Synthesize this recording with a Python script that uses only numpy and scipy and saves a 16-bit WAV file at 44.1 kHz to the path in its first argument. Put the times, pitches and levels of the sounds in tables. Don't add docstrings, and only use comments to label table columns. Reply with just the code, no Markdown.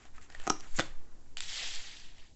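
import sys
import numpy as np
from scipy import signal
from scipy.fft import rfft, irfft
from scipy.io import wavfile
from scipy.ndimage import uniform_filter1d

SR = 44100
rng = np.random.default_rng(int(sys.argv[2]) if len(sys.argv) > 2 else 0)


def wrap_up_sound(samples):
    columns = np.atleast_2d(samples).T
    tamed = np.clip(columns, -1, 1)
    steps = np.round(tamed * 32767).astype(np.int16)
    wavfile.write(sys.argv[1], SR, steps)


def invert_db(level):
    return 10 ** (np.asarray(level, dtype=float) / 20)


N = 103635


def evened(x):
    return x / np.sqrt(np.mean(x ** 2) + 1e-20)


def read(points, hz):
    f, value = np.transpose(points)
    return np.interp(np.log(hz + 1), np.log(f + 1), value)


def add(mix, start_s, sound):
    part = mix[round(start_s * SR):][:len(sound)]
    part += sound[:len(part)]


def ring(modes, peak_db, contact_s, tilt_db_oct=0, scale=1):
    detune = 0.031
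    t = np.arange(4096) / SR
    body = np.zeros(len(t))
    for f, level_db, t60_s in modes:
        mode_hz = f * scale * (1 + detune * rng.standard_normal())
        envelope = invert_db(level_db + tilt_db_oct * np.log2(f / 3000) - 60 * t / t60_s)
        body += envelope * np.sin(2 * np.pi * mode_hz * t)
    push = 0.37 * rng.standard_normal(512) * np.exp(-t[:512] / max(contact_s, 1e-4))
    push[0] = -1
    out = signal.fftconvolve(body, push)[:len(t)]
    return invert_db(peak_db) * out / abs(out).max()


def paper(db):
    t60_s = 0.016
    t = np.arange(4096) / SR
    band = signal.butter(1, [500 / SR * 2, 6000 / SR * 2], "band")
    puff = evened(signal.lfilter(*band, rng.standard_normal(len(t))))
    return invert_db(db - 16 - 60 * t / t60_s) * puff


def thinned(x, hz):
    return signal.lfilter(*signal.butter(2, hz / SR * 2, "high"), x)


def hiss(tone_db, size, patchy_db, curve=None, grit_db=0, grit_per_s=3000):
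    grain = rng.random(N) < grit_per_s / SR
    grain_gain = invert_db(grit_db * np.minimum(rng.exponential(1, N), 4))
    x = rng.standard_normal(N) * (1 + grain * grain_gain)
    overlap = size * 3 // 4
    hz, t, z = signal.stft(x, SR, nperseg=size, noverlap=overlap)
    patches = uniform_filter1d(rng.standard_normal(z.T.shape), size=8, axis=0)
    patches = evened(uniform_filter1d(patches, size=6, axis=1)).T
    shape = invert_db(tone_db(hz))[:, None] * np.ones(len(t))
    if curve is not None:
        s, db, tilt_db_oct = np.transpose(curve)
        shape = shape * invert_db(np.outer(np.log2((hz + 100) / 3000), np.interp(t, s, tilt_db_oct)))
    shape /= np.sqrt((shape ** 2).mean(0))
    shaped = z * shape * invert_db(patchy_db * patches)
    out = evened(signal.istft(shaped, SR, nperseg=size, noverlap=overlap)[1][:N])
    if curve is None:
        return out
    return out * invert_db(np.interp(np.arange(N) / SR, s, db, -120, -120))


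# [t/s, level/dB, brightness/(dB/oct)]
RUB_CURVE = [(0, -62.5, -2), (.07, -62, -1), (.12, -75, -8), (.165, -61, 1), (.2, -66.5, -6.5),
             (.225, -58.5, 2.5), (.29, -69.5, -4), (.305, -59.5, -1.5), (.37, -59.5, -1), (.42, -58, 0),
             (.46, -51.5, -1), (.55, -58.5, -3), (.59, -63, 0), (.65, -55, -3), (.72, -63, 3),
             (.755, -52.5, 3), (.763, -44, 8.5), (.773, -44, 6.5), (.785, -45, 1), (.83, -50, 0),
             (.95, -65, -5), (1.15, -67.5, -8.5), (1.36, -78, -1.5)]
# [f/Hz, relative level/dB]
RUB_TONE = [(88, -45), (150, -22), (261, -14), (669, -16), (860, -11.5), (1830, -8.5), (3710, -16),
            (5640, -19), (7500, -12), (8300, -31.5), (10800, -58.5), (18300, -120)]


def rub():
    return hiss(lambda hz: read(RUB_TONE, hz), size=256, patchy_db=2.1, curve=RUB_CURVE,
                grit_db=4.5, grit_per_s=1500)


# [f/Hz, relative level/dB]
FLOOR_TONE = [(24, -51), (40, 9), (160, -8), (195, -9), (267, -6), (477, -15), (533, -18.5), (911, -17),
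              (1330, -31), (7590, -22.5), (8300, -39.5), (10800, -72.5), (18300, -120)]


def floor():
    return invert_db(-62.5) * hiss(lambda hz: read(FLOOR_TONE, hz), size=2048, patchy_db=-0.5)


# [t/s, level/dB], smoothed in use
SWAY_CURVE = [(0.0, -42), (0.04, -47), (0.39, -34), (0.42, -38), (0.61, -40.5), (0.76, -28.5), (0.84, -45),
              (0.91, -32), (1.09, -35), (1.16, -44), (1.49, -39), (1.54, -42.5), (1.77, -33.5), (1.9, -46),
              (2.1, -39.5), (2.35, -49)]
# [f/Hz, relative level/dB]
SWAY_TONE = [(.3, -36), (1, -5.5), (3, 5.5), (8, -0.5), (16, -13), (30, -37.5), (60, -37), (150, -55),
             (400, -85)]


def sway():
    hz = np.fft.rfftfreq(N, 1 / SR)
    slow = evened(irfft(rfft(rng.standard_normal(N)) * invert_db(read(SWAY_TONE, hz)), N))
    s, db = np.transpose(SWAY_CURVE)
    level_db = uniform_filter1d(np.interp(np.arange(N) / SR, s, db), size=2000)
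    return slow * invert_db(level_db)


# [f/Hz, t60/s]
ROOM_T60 = [(100, 0.36), (400, .3), (1500, 0.22), (4000, 0.33), (8000, .22)]


def room(x):
    taps = np.zeros(SR // 2)
    at = np.arange(200, SR // 2 - 20, 20)
    taps[at + rng.integers(0, 20, len(at))] = rng.choice([-1., 1.], len(at))
    hz, t, z = signal.stft(taps, SR, nperseg=256)
    decay = invert_db(-60 * t / read(ROOM_T60, hz)[:, None])
    tail = signal.istft(z * decay, SR, nperseg=256)[1]
    return invert_db(-13) * signal.fftconvolve(x, tail / np.linalg.norm(tail))[:N]


# [t/s, knock level/dB, crack level/dB, contact/s, knock brightness/(dB/oct)]
KNOCKS = [(0.054, -44, -52.5, 0.00042, 5), (0.1815, -40.5, -56, .001, 15),
          (.4688, -26.5, -35.5, 0.0024, -4), (.4758, -18.5, -25.5, 0.00061, -1),
          (.4782, -26, -36.5, 0.0012, -1), (0.499, -32.5, -18.5, 0.0002, -5),
          (0.5018, -19.5, -23, 0.001, 5.5), (.5022, -11, -25, 0.0011, 0),
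          (0.5202, -39.5, -41.5, 0.0011, -4), (0.5999, -45, -44.5, 0.00042, 3),
          (0.6067, -49.5, -41, 0.00099, 6), (.644, -45, -53, 0.0011, 5)]
# [f/Hz, relative level/dB, t60/s]
DECK_MODES = [(241, -9.5, 0.031), (327, -9, 0.076), (408, 3.5, 0.027), (733, 8.5, 0.029), (1010, 4, 0.012),
              (1272, 4, 0.024), (1850, -6.5, .01), (2500, -9.5, 0.0055)]
# [f/Hz, relative level/dB, t60/s]
CRACK_MODES = [(3260, -6.5, 0.006), (5800, 9, 0.0061), (6330, 5, 0.0086), (6990, -5, 0.0098)]


def knocks():
    out = np.zeros(N)
    for s, knock_db, crack_db, contact_s, tilt_db_oct in KNOCKS:
        crack_peak_db = crack_db + 3.5
        knock = thinned(ring(DECK_MODES, knock_db, contact_s, tilt_db_oct), 120)
        crack = ring(CRACK_MODES, crack_peak_db, contact_s)
        add(out, s, knock + crack + paper(crack_peak_db))
    return out


# [t/s, level/dB, contact/s, brightness/(dB/oct)]
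SLIPS = [(0.3009, -40, 0.00077, -10.5), (.3237, -39.5, 0.0003, 5), (0.3304, -52, 0.0012, -10),
         (0.3489, -35.5, 0.00071, -6.5), (0.3582, -46, 0.00217, -1), (0.399, -34.5, 0.00094, 0.5),
         (0.416, -42.5, 0.0026, 5)]
# [f/Hz, relative level/dB, t60/s]
EDGE_MODES = [(710, -10, 0.011), (1810, 5, 0.021), (3030, 3.5, .005), (3570, -0.5, 0.0031),
              (4600, -6, 0.0048), (7050, -9, 0.0035)]


def slips():
    out = np.zeros(N)
    for s, db, contact_s, tilt_db_oct in SLIPS:
        edge = thinned(ring(EDGE_MODES, db, contact_s, tilt_db_oct), 500)
        add(out, s, edge + paper(db + 4))
    return out


# [t/s, card level/dB, thud level/dB, card brightness/(dB/oct), contact/s]
SNAPS = [(.7858, -35, -29.5, -10.5, .001), (.7888, -19, -39, 3, 0.00091), (.7948, -13, -35.5, -2, 0.00055),
         (.7962, -26, -23.5, -10, 0.00065), (.8013, -18, -27, 4.5, 0.0014), (.8077, -23, -41, 4, 0.0014)]
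# [f/Hz, relative level/dB, t60/s]
CARD_MODES = [(850, 3.5, 0.002), (1544, 3, 0.019), (1995, 7.5, 0.011), (3030, 1.5, 0.0054),
              (3500, 5.5, 0.0079), (4300, 4, 0.0044), (5400, -11.5, .004), (6670, -5.5, .004),
              (8070, -30, 0.0021)]
# [f/Hz, relative level/dB, t60/s]
TABLE_MODES = [(70, -11, 0.07), (115, -5, 0.052), (212, 6.5, 0.014), (306, 1.5, 0.022), (476, -1.5, 0.043)]


def snaps():
    out = np.zeros(N)
    for s, card_db, thud_db, tilt_db_oct, contact_s in SNAPS:
        card = ring(CARD_MODES, card_db, contact_s, tilt_db_oct)
        thud = ring(TABLE_MODES, thud_db, contact_s)
        add(out, s, card + thud + paper(card_db + 6))
    return out


# [t/s, level/dB, pitch f/Hz]
NAILS = [(1.3684, -48, 2800), (1.3708, -19.5, 3180), (1.4057, -16, 3500), (1.4062, -35, 3240),
         (2.048, -51, 3830), (2.071, -62, 2000), (2.1, -48, 2580)]
# [multiple of pitch, relative level/dB, t60/s]
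NAIL_MODES = [(.62, -6, 0.0037), (.8, -14.5, .003), (1, 7, 0.0064), (1.4, -1.5, 0.0065),
              (2.15, 0.5, 0.0053)]


def nails():
    out = np.zeros(N)
    for s, db, pitch_hz in NAILS:
        tick = thinned(ring(NAIL_MODES, db, contact_s=0.00014, scale=pitch_hz), 1700)
        add(out, s, tick + paper(db - 8))
    return out


# [t/s, level/dB, brightness/(dB/oct)]
SLIDE_CURVE = [(1.373, -56, 11), (1.381, -42, 0), (1.4, -55, 1), (1.415, -45.5, 2.5), (1.47, -47.5, 2),
               (1.5, -42, 3), (1.57, -40, 1.5), (1.64, -40.5, -0.5), (1.7, -42.5, 2), (1.77, -43.5, 2),
               (1.8, -47, 1.5), (1.9, -49.5, 1), (1.97, -53.5, 1.5), (2.05, -57, 0.5), (2.13, -64.5, -2),
               (2.2, -61, -1.5), (2.26, -64.5, -2), (2.35, -82, 6)]
# [f/Hz, relative level/dB]
SLIDE_TONE = [(120, -44), (200, -21.5), (776, -8), (1060, -12), (1890, -5), (3410, -1), (5360, -7),
              (7440, -8.5), (8300, -21), (10800, -53), (18300, -120)]
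# [f/Hz, width/Hz, height/dB]
SLIDE_PEAKS = [(790, 63, 2.5), (1886, 300, 4), (3500, 2000, 1), (4700, 200, 2.5), (7400, 430, 1.5)]


def slide():
    def tone_db(hz):
        peaks = sum(db / (1 + (2 * (hz - f) / width) ** 2) for f, width, db in SLIDE_PEAKS)
        return read(SLIDE_TONE, hz) + peaks
    return hiss(tone_db, size=256, patchy_db=2.0, curve=SLIDE_CURVE, grit_db=3.5, grit_per_s=1600)


def scene():
    cards = rub() + knocks() + slips() + snaps() + nails() + slide()
    return (cards + room(cards) + floor() + sway())[None]


def top_cut(x):
    return signal.sosfilt(signal.butter(12, 8740, fs=SR, output="sos"), x)


def record(dry):
    edge_hz = 8080
    band = signal.firwin(161, edge_hz, window=("kaiser", 9), fs=SR)
    mix = signal.oaconvolve(dry, band[None], "same")
    return top_cut(mix)


dry = scene()
out = record(dry)
wrap_up_sound(out)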